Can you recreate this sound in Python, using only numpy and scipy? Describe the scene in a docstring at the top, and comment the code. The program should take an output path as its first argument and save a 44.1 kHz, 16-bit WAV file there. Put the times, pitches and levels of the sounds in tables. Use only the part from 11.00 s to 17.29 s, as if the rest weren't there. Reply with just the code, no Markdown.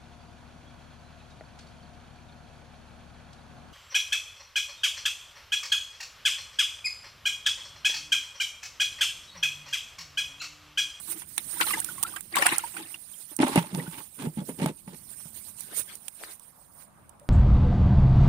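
"""Cloth rustles close to the right port as small fish thrash in shallow water in a plastic bucket outdoors.
A lid then drops on, knocks, scrapes and is pressed home by a hand; ticks, grass and a far murmur go on.
Water is damped bubble sines and clumpy noise; the bucket and the lid are resonances driven by noise and blows.
Cloth, grass and air are shaped noise; two ports listen, and the right one rings in the treble."""
import sys
import numpy as np
from scipy import signal
from scipy.fft import rfft, irfft, next_fast_len
from scipy.io import wavfile
from scipy.ndimage import uniform_filter1d, map_coordinates

SR = 44100
rng = np.random.default_rng(int(sys.argv[2]) if len(sys.argv) > 2 else 0)


def dump(signal):
    """Clip the signal to [-1, 1] and save it as 16-bit WAV at the path in sys.argv[1]."""
    limited = np.clip(np.atleast_2d(signal).T, -1, 1)
    pcm = np.round(limited * 32767).astype(np.int16)
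    wavfile.write(sys.argv[1], SR, pcm)


N = 277384
COVERED_S = 2  # the open water's bubbles and faint lapping last until here


def amp(db):
    """Decibels to gain."""
    return 10 ** (np.asarray(db) / 20)


def unit(x):
    """Scaled to rms 1."""
    return x / np.sqrt(np.mean(x ** 2) + 1e-20)


def gains(rows):
    """One gain per sample for each dB column, silent outside the table."""
    s, *columns = np.transpose(rows)
    t = np.arange(N) / SR
    inside = abs(t - np.clip(t, s[0], s[-1])) < .02
    return [amp(np.interp(t, s, column)) * inside for column in columns]


def wobble(rate_hz):
    """Smooth random curve with rate_hz knots a second."""
    knots = rng.standard_normal(int(N * rate_hz / SR) + 4)
    return map_coordinates(knots, [np.arange(N) * rate_hz / SR])


def filtered(x, response):
    """x times a complex response of frequency."""
    m = next_fast_len(N + SR // 2)
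    return irfft(rfft(x, m) * response(np.fft.rfftfreq(m, 1 / SR)), m)[..., :N]


def low_cut(corner_hz):
    """Second-order high-pass response: small sources radiate no deep bass."""
    return lambda hz: (1j * hz / (corner_hz + 1j * hz)) ** 2


def points(table):
    """Gain of (Hz, dB) points joined on a log axis."""
    point_hz, db = np.transpose(table)
    return lambda hz: amp(np.interp(np.log(hz + 1), np.log(point_hz), db))


def modes(table):
    """Causal sum of (Hz, width Hz, dB) resonances of alternating sign."""
    def response(f):
        total = 0
        for k, (center, width, db) in enumerate(table):
            total = total + (-1) ** k * amp(db) * 1j * f * width / (center * center - f * f + 1j * f * width)
        return total
    return response


def noise(response, alike_hz, patchy_db=0):
    """Patchy stereo noise of rms 1, shared by the ports well below alike_hz and unrelated well above."""
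    z = signal.stft(rng.standard_normal((2, N)), nperseg=256)[2]
    field = uniform_filter1d(rng.standard_normal(z.shape[1:]), size=4, axis=0)
    field = uniform_filter1d(field, size=7, axis=1)
    pair = signal.istft(z * amp(patchy_db * unit(field)), nperseg=256)[1][:, :N]

    def mid_side(hz):
        turn = np.arccos(1 / (1 + (hz / alike_hz) ** 2)) / 2
        return response(hz) * [np.cos(turn), np.sin(turn)]
    mid, side = filtered(pair, mid_side)
    return unit(np.array([mid + side, mid - side]))


def bubbles(s, hz, t60_s, db, pan_db, rise, order=1):
    """Damped sines of rising pitch, held longer at higher order; each has its own level and lag per port."""
    t = np.arange(2200) / SR
    u = t / t60_s[:, None]
    swell = 1 - np.exp(-t * hz[:, None] / 1.6)  # the neck closes over a cycle or two
    tone = np.sin(2 * np.pi * hz[:, None] * t * (1 + rise * u))
    wave = amp(db[:, None] - 60 * u ** order) * swell * tone
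    lag = rng.integers(-14, 14, len(s))  # samples between the ports
    pad = 20  # samples of room for early arrivals
    ports = []
    for side in (1, -1):
        first = np.round(s * SR).astype(int)[:, None] + pad + side * lag[:, None] // 2
        at = first + np.arange(len(t))
        heard = wave * amp(side * pan_db[:, None] / 2)
        ports.append(np.bincount(at.ravel(), heard.ravel(), N + SR)[pad:N + pad])
    return np.array(ports)


def bursts(s, db, pan_db, t60_s, attack_s):
    """Stereo envelope of sudden rises that die away; positive pan is left."""
    env, t = np.zeros((2, N + SR)), np.arange(SR // 5) / SR
    for at, level, pan, life in zip(s, db, pan_db, t60_s):
        shape = amp(level - 60 * t / max(life, .002)) * (1 - np.exp(-t / attack_s))
        env[:, round(at * SR):][:, :len(t)] += amp([[pan / 2], [-pan / 2]]) * shape
    return env[:, :N]


def gestures(s, length_s, db, rise_db_per_s, fall_db_per_s):
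    """Gain of movements that swell to their level, hold it and fade, at steady dB a second."""
    t = np.arange(0, N + 64, 64) / SR
    early = np.maximum(s[:, None] - t, 0)
    late = np.maximum(t - (s + np.abs(length_s))[:, None], 0)
    each = amp(db[:, None] - abs(rise_db_per_s) * early - abs(fall_db_per_s) * late)
    return np.interp(np.arange(N) / SR, t, np.sqrt((each ** 2).sum(axis=0)))


def fish():
    """Churning bouts and tail slaps, each with an air pocket and droplets; the bucket's air answers."""
    # Tail slaps: start_s, level_db, bubble_hz, pan_db (+ left), bubble_rel_db
    slaps = [(0.218, -30, 2000, -8, -10), (0.377, -19, 1830, 4, -10), (0.608, -5, 2510, 4.5, -14),
             (0.618, -23, 1466, -2, 2), (0.632, -40, 1340, 7, 12), (0.706, -19, 2450, -5, -7),
             (0.735, -15, 1990, -1.5, 0), (0.77, -33, 890, -0.5, 8), (1.028, -24.5, 1120, 1.5, -12),
             (1.047, -37.5, 1340, 0, 14.5), (1.16, -22, 1540, -12.5, -6), (1.352, -13, 1670, 0, -9),
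             (1.366, -12, 947, 12.5, -8.5), (1.383, -16.5, 553, 14, -17), (1.421, -9.5, 1790, 9, -2),
             (1.46, -9.5, 1415, 1, -5.5), (1.486, -37, 2700, -15, 13), (1.521, -16, 1870, 1, -5),
             (1.587, -38, 1380, -10, 4), (1.636, -33.5, 920, -3, 9), (1.765, -26.5, 2400, -11, -6),
             (1.794, -44, 838, 1, 5), (1.941, -27.5, 2740, -5.5, 0)]
    # Thrashing bouts: start_s, length_s, slosh_db, boom_db
    bouts = [(0.089, 0.08, -47.5, -51.5), (0.542, 0.05, -40, -58), (0.597, 0.018, -35, -45),
             (0.671, 0.035, -32.5, -57.5), (0.737, 0.045, -38.5, -39), (0.867, 0.27, -46.5, -60),
             (1.327, 0.0057, -41.5, -43), (1.376, 0.11, -23.5, -48), (1.518, 0.012, -26.5, -47),
             (1.583, 0.071, -40, -61), (1.745, 0.092, -40, -49.5)]
    # Air in the open bucket: center_hz, width_hz, level_db
    open_bucket = [(329, 23.6, -1.5), (171.4, 13.6, -8.5)]
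    drops_count, drop_within_s, drop_cycles, drop_db = 10, 0.037, 29, -7  # cycles to fade 60 dB
    drop_spread, drop_below = 2.5, 0.285  # highest/lowest pitch; log share below the pocket's pitch
    wall_db = 26  # how hard a slap jolts the bucket's air
    still_db = -73.5

    start, length, slosh_db, boom_db = np.transpose(bouts)
    lapping = amp(still_db) * (np.arange(N) < COVERED_S * SR)
    slosh = gestures(start, length, slosh_db, rise_db_per_s=900, fall_db_per_s=187) + lapping
    boom = gestures(start, length, boom_db, rise_db_per_s=2498, fall_db_per_s=300) + lapping
    air = unit(amp(4.5 * wobble(30)) * noise(modes(open_bucket), alike_hz=712))

    s, db, hz, pan, bubble_db = np.transpose(slaps)
    surge = amp(2.7 * wobble(70)) * slosh
    surge = surge + bursts(s, db - 5.5, pan, 0.058 + 0 * s, attack_s=0.0022)
    pocket = bubbles(s + 0.00184, hz, 40 / hz, db + bubble_db - 3.5, pan, rise=0.034, order=2)
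    pocket *= amp(1.8 * wobble(150))  # the surface around the pocket keeps moving

    late, spread = rng.random((len(s), drops_count, 2)).T
    drop_s = (s + drop_within_s * late).ravel()
    drop_hz = (hz * drop_spread ** (spread - drop_below)).ravel()
    drop_level_db = (db + drop_db - 20 * late).ravel()  # later droplets are weaker
    drop_pan_db = np.tile(pan, drops_count)
    drops = bubbles(drop_s, drop_hz, drop_cycles / drop_hz, drop_level_db, drop_pan_db, rise=0.16)

    blows = np.bincount(np.round(s * SR).astype(int), amp(db + wall_db), N)
    jolts = filtered(blows, modes(open_bucket))
    whole = surge * water() + pocket + drops + jolts + amp([[1.5], [-1.5]]) * boom * air
    return filtered(whole, low_cut(120))


def water(count=2600):
    """Grain of broken water: a cloud of small bubbles, a few of them strong, over clumpy noise."""
    # Splash spectrum: freq_hz, density_db (relative, per Hz)
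    splash = [(300, -11.5), (600, -6), (900, -22.5), (1900, -1), (3300, -0.5), (5500, -12.5), (9000, -12.5),
              (15000, -15)]
    cloud_db, spread_db = -9, 12  # spread: pan range from far right to far left
    when, pitch, life, size, side = rng.random((count, 5)).T
    hz = 700 * 8 ** pitch
    size_db = -3 * np.log(1 - size)
    level_db = size_db - 11 * abs(pitch - .45)
    cloud = bubbles(when * COVERED_S, hz, (14 + 40 * life) / hz, level_db, spread_db * (side - .5), rise=0.17)
    cloud /= np.sqrt(np.mean(cloud[:, :round(COVERED_S * SR)] ** 2))
    wash = unit(amp(2.1 * wobble(250)) * noise(points(splash), alike_hz=899, patchy_db=5.5))
    return amp(cloud_db) * cloud + amp([[-6.5], [-11.5]]) * wash


def plops():
    """Lone bubbles and drips ring as damped sines; a few chirp steeply upward on reaching the surface."""
    # Lone bubbles: start_s, level_db, pitch_hz
    lone = [(0.667, -31.5, 4030), (0.684, -28.5, 3010), (0.732, -28, 2840), (0.742, -31, 1630),
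            (0.887, -37.5, 1440), (0.978, -43, 1080), (1.137, -40, 1165), (2.139, -44, 3140),
            (2.798, -40, 1920), (2.803, -38.5, 2190), (2.866, -41.5, 1460), (6.145, -55.5, 815),
            (6.214, -51, 573)]
    # Rising bubbles: start_s, level_db, starting_hz
    rising = [(0.602, -22, 1377), (0.816, -32.5, 1410), (1.338, -26.5, 1660)]
    s, db, hz = np.transpose(lone)
    steady = bubbles(s, hz, 55 / hz, db, 0 * s, rise=0.033, order=2)
    s, db, hz = np.transpose(rising)
    chirps = bubbles(s, hz, 0.03 + 0 * s, db, 0 * s, rise=0.64, order=2)
    return (steady + chirps) * amp(3 * wobble(300))  # the water around each keeps moving


def smacks():
    """Tail on water, lid on rim, stalk on stalk: a sudden pull of air that rings for a cycle or two."""
    # Dull smacks: start_s, level_db, pan_db (+ left), ring_hz
    hits = [(0.6115, -8, -10.5, 2400), (0.6148, -14.5, 2.5, 4200), (1.1644, -32, -3, 2640),
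            (1.3692, -5, 4, 2550), (1.4249, -13, 11.5, 1006), (1.4598, -8.5, -1.5, 2500),
            (2.428, -13.5, 18, 1540), (2.4332, -14, 23, 865), (2.558, -15, 5, 665), (2.575, -17, 6.5, 1190),
            (2.748, -40, -1, 700), (2.7491, -19, -11, 4500), (3.259, -23, 8, 544), (3.492, -19, 2, 480),
            (3.6603, -11, 3.5, 833), (3.879, -31.5, -1, 690), (5.237, -21, 12, 1720)]
    fade_cycles = 3.9  # to fall 60 dB
    s, db, pan, hz = np.transpose(hits)
    samples = np.arange(900)
    turns = samples / SR * hz[:, None]
    decay = amp(db[:, None] - 60 * turns / fade_cycles)
    wave = -decay * (1 - np.exp(-turns / .08)) * np.sin(2 * np.pi * turns)
    at = (np.round(s * SR).astype(int)[:, None] + samples).ravel()
    push = [np.bincount(at, (wave * amp(side * pan[:, None] / 2)).ravel(), N) for side in (1, -1)]
    return filtered(np.array(push), low_cut(150))


def lid():
    """Contacts drum the lid and trapped air and shake the rim; a leaning hand makes it rumble and scrape."""
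    # Lid contacts: start_s, level_db, drum_hz, rim_rel_db
    knocks = [(2.315, -37.5, 305, -2), (2.389, -15, 292, -3.5), (2.401, -5, 270, -12.5),
              (2.43, -6, 307, -9.5), (2.444, -12, 246, -36), (2.468, -23, 288, 1), (2.558, -6, 287, -5),
              (2.575, -4, 169, -10), (2.638, -32.5, 172, 0.5), (2.73, -20, 185, -24), (2.746, -20, 184, -7),
              (2.794, -30, 183, -6), (2.878, -23, 167, -40), (3.202, -31, 155, -16), (3.228, -25, 177, -11),
              (3.26, -26, 302, -7), (3.27, -16, 159, -31), (3.372, -18.5, 200, -20.5),
              (3.385, -16.5, 182, -23), (3.493, -21.5, 260, -11), (3.598, -30.5, 318, 3),
              (3.619, -14, 181, -9.5), (3.659, -12.5, 159, -11), (3.876, -27.5, 186, -8),
              (4.255, -34, 160, -9.5)]
    # Hand leaning on the lid: start_s, length_s, drumming_db, scrape_db
    pushes = [(2.414, 0.018, -29.5, -27), (2.467, 0.033, -27.5, -30.5), (2.521, 0.065, -46, -33.5),
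              (2.566, 0.015, -22.5, -27), (2.618, 0.099, -57, -49), (2.714, 0.07, -40, -47.5),
              (2.748, 0.05, -38.5, -44), (2.79, 0.047, -39, -47), (2.863, 0.016, -47, -44),
              (2.916, 0.043, -61, -45), (2.984, 0.014, -50, -44.5), (3.189, 0.073, -38, -45.5),
              (3.247, 0.045, -32.5, -62), (3.373, 0.032, -31, -46.5), (3.491, 0.022, -31.5, -53),
              (3.591, 0.054, -29, -38), (3.662, 0.027, -28, -39.5), (3.878, 0.063, -48, -54)]
    # Rim resonances: center_hz, width_hz, level_db
    rim_modes = [(592, 52, -4.5), (861, 49, 2), (933, 36, -0.5), (1310, 200, -16.5), (2100, 320, -14.5),
                 (2830, 220, -16.5)]
    # Lid and trapped air: center_hz, width_hz, level_db
    closed_bucket = [(151, 26.4, -1), (261, 81, -5.5), (337, 91, -8.5), (470, 151, -15)]
    # Scrape spectrum: freq_hz, density_db (relative, per Hz)
    scrape_band = [(350, 8.5), (600, -19), (860, 8.5), (1300, -0.5), (2200, -2), (3500, -3.5), (6000, -16),
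                   (15000, -29.5)]
    # Port balance: freq_hz, left_db (the right gets the opposite)
    lid_side = [(150, -1.5), (500, 0.5), (3000, -2.5)]
    rattle_db = 3  # how unevenly the rim catches as it slides
    lag_s = 0.0002  # the left port is farther from the lid

    start, length, drum_db, scrape_db = np.transpose(pushes)
    drumming = gestures(start, length, drum_db, rise_db_per_s=1392, fall_db_per_s=431)
    scraping = gestures(start, length, scrape_db, rise_db_per_s=1392, fall_db_per_s=431)

    drum, t = np.zeros(N + SR), np.arange(SR // 4) / SR
    for s, db, hz, _ in knocks:
        decay = amp(db - 60 * t * hz / 14)  # 60 dB in 14 cycles
        thud = decay * (1 - np.exp(-t / 0.0013)) * np.sin(2 * np.pi * hz * t)
        drum[round(s * SR):][:len(t)] += thud

    s, db, _, rim_db = np.transpose(knocks)
    catches = unit(amp(rattle_db * wobble(220)))
    grit = noise(points([(200, 5), (800, -4.5), (4000, -3.5), (9000, -32.0)]), alike_hz=2510)
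    chatter = bursts(s, db + rim_db + 9.5, 0 * s, 0.061 + 0 * s, attack_s=0.000083)
    chatter = chatter + amp(2) * scraping * catches
    rim = filtered(chatter * grit, modes(rim_modes))  # rough contact keeps feeding the same few modes

    crack_band = points([(700, 12.0), (2000, 10.5), (6000, -3.0), (15500, -30.0)])
    crack = bursts(s, db + rim_db - 13, -3 + 0 * s, 0.028 + 0 * s, attack_s=0.00042)
    crack = crack * noise(crack_band, alike_hz=695)

    rumble = unit(amp(5.1 * wobble(40)) * noise(modes(closed_bucket), alike_hz=878))
    scrape = noise(points(scrape_band), alike_hz=770, patchy_db=2.2)
    scrape = unit(catches * amp(2.8 * wobble(70)) * scrape)
    whole = drum[:N] + rim + crack + drumming * rumble + scraping * scrape

    def to_ports(hz):
        half_path = points(lid_side)(hz) * np.exp(-1j * np.pi * hz * lag_s)
        return low_cut(110)(hz) * half_path ** np.array([[1], [-1]])
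    return filtered(whole, to_ports)


def ticks():
    """Droplets, fibres and stalks snap: brief bright noise, and a duller body returned separately."""
    # Sharp ticks: start_s, level_db, pan_db (+ left), body_rel_db
    snaps = [(0.363, -33, -19, -35), (0.379, -14, -13.5, -4), (0.801, -13, -12, -38),
             (0.845, -15.5, -12.5, -13), (1.028, -9.5, -12.5, -15), (1.0342, -10.5, 0.5, -3),
             (1.207, -24, -16, -17), (1.3572, -9, -1.5, -8), (1.466, -8.5, -12, -6),
             (1.5817, -10.5, -13.5, -36), (2.365, -27, -31, -37), (2.4807, -23.5, -15, -19),
             (2.5573, -16.5, -15, -20), (3.66, -23, -16, 3), (4.6066, -31, -26.5, -23),
             (4.953, -33, -26, -30), (5.0818, -27, -24, -5), (5.3955, -40.5, -25, -16),
             (6.093, -40.5, -20, -15.5), (6.1967, -41, -9, -6.5)]
    s, db, pan, body_db = np.transpose(snaps)
    bright_band = points([(1500, -33.5), (3000, -29.0), (6000, -4.5), (16800, -2.5)])
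    bright = bursts(s, db - 8.0, pan + 8, 0.016 + 0 * s, attack_s=0.00082)
    bright = bright * noise(bright_band, alike_hz=3000)
    body_band = points([(300, -33.0), (1500, -7.5), (3500, -6.5), (6000, -21.0), (9000, -47.0)])
    body = bursts(s, db + body_db - 9.5, pan / 0.79, 0.013 + 0 * s, attack_s=0.000087)
    body = body * noise(body_band, alike_hz=3020)
    return bright, body


def rustle():
    """Cloth fibres slip beside the right port, barely reaching the left: gritty, patchy noise."""
    # Continuous rubbing that swells and fades: time_s, level_db
    rubbing = [(0.0, -45.5), (0.35, -43), (0.66, -31.5), (0.94, -39.5), (1.19, -44.5), (1.4, -57),
               (1.54, -40), (2.04, -47.5), (2.48, -45.5), (2.73, -46), (3.95, -50.5), (4.13, -44.5),
               (4.6, -44.5), (5.49, -52.5), (5.93, -66), (6.28, -69)]
    # Firmer rubs: start_s, length_s, level_db
    rubs = [(0.102, 0.025, -33.5), (1.42, 0.13, -45), (2.237, 0.075, -44.5), (2.568, 0.022, -37.5),
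            (2.957, 0.042, -40), (4.754, 0.043, -30.5), (5.23, 0.12, -48.5), (5.808, 0.014, -52.5)]
    # Cloth spectrum: freq_hz, density_db (relative, per Hz)
    cloth = [(1500, -6.5), (4000, -5), (7000, -8.5), (11000, -5.5), (15500, 3)]
    grit = amp(2.85 * wobble(25) + 0.56 * wobble(500))
    shadow = amp([[-20], [0]])
    firm = gestures(*np.transpose(rubs), rise_db_per_s=175, fall_db_per_s=405)
    motion = np.hypot(gains(rubbing)[0], firm)
    return motion * shadow * unit(grit * noise(points(cloth), alike_hz=583, patchy_db=3.5))


def grass():
    """Blades brush past nearer the left port: short swells of patchy noise."""
    # Swishes: start_s, length_s, level_db
    swishes = [(4.672, 0.079, -52), (4.767, 0.03, -47), (4.894, 0.047, -46), (5.2, 0.11, -49)]
    # Grass spectrum: freq_hz, density_db (relative, per Hz)
    blades = [(100, -42), (300, 10), (1000, 7), (2500, 7.5), (5000, 4), (8000, -5.5), (14000, -1),
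              (15500, -27)]
    grit = amp(0.52 * wobble(570))
    motion = gestures(*np.transpose(swishes), rise_db_per_s=698, fall_db_per_s=601)
    return motion * amp([[3], [-5]]) * unit(grit * noise(points(blades), alike_hz=500, patchy_db=5.5))


def countryside():
    """A soft, shifting murmur of distance and a light breeze on the ports, both shaped noise."""
    # Distant murmur: time_s, level_db
    far = [(0, -70.5), (3.8, -70.5), (5.5, -62.5), (6.29, -60.5)]
    # Murmur spectrum: freq_hz, density_db (relative, per Hz)
    far_band = [(200, -7), (400, -7), (565, 0.5), (1120, 1.5), (1860, -11), (5000, -25), (15000, -41.5)]
    # Breeze spectrum: freq_hz, density_db (relative, per Hz)
    breeze_band = [(25, -21), (55, -6), (110, -1.5), (200, -1.5), (400, -15), (800, -47)]
    murmur = gains(far)[0] * amp(0.72 * wobble(12.0))
    murmur = murmur * noise(points(far_band), alike_hz=395, patchy_db=2.5)
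    breeze = amp(-63.5 + 2.8 * wobble(1.68)) * noise(points(breeze_band), alike_hz=151.0)
    return murmur + breeze


def scene():
    """Sum of all sources; all but the bright ticks drop 40 dB at the very top."""
    dull_hz = 15600
    bright, body = ticks()
    soft = fish() + plops() + smacks() + lid() + body + rustle() + grass() + countryside()
    return filtered(soft, lambda hz: np.where(hz < dull_hz, 1, amp(-40.0))) + bright


def record(dry):
    """The right port's channel resonates in the treble; nothing passes above the band limit."""
    top_hz = 16800
    ring = modes([(9136, 808, 21.04)])  # center_hz, width_hz, level_db
    return filtered(dry, lambda hz: np.array([1 + 0 * hz, 1 + ring(hz)]) * (hz < top_hz))


dry = scene()
out = record(dry)
dump(out)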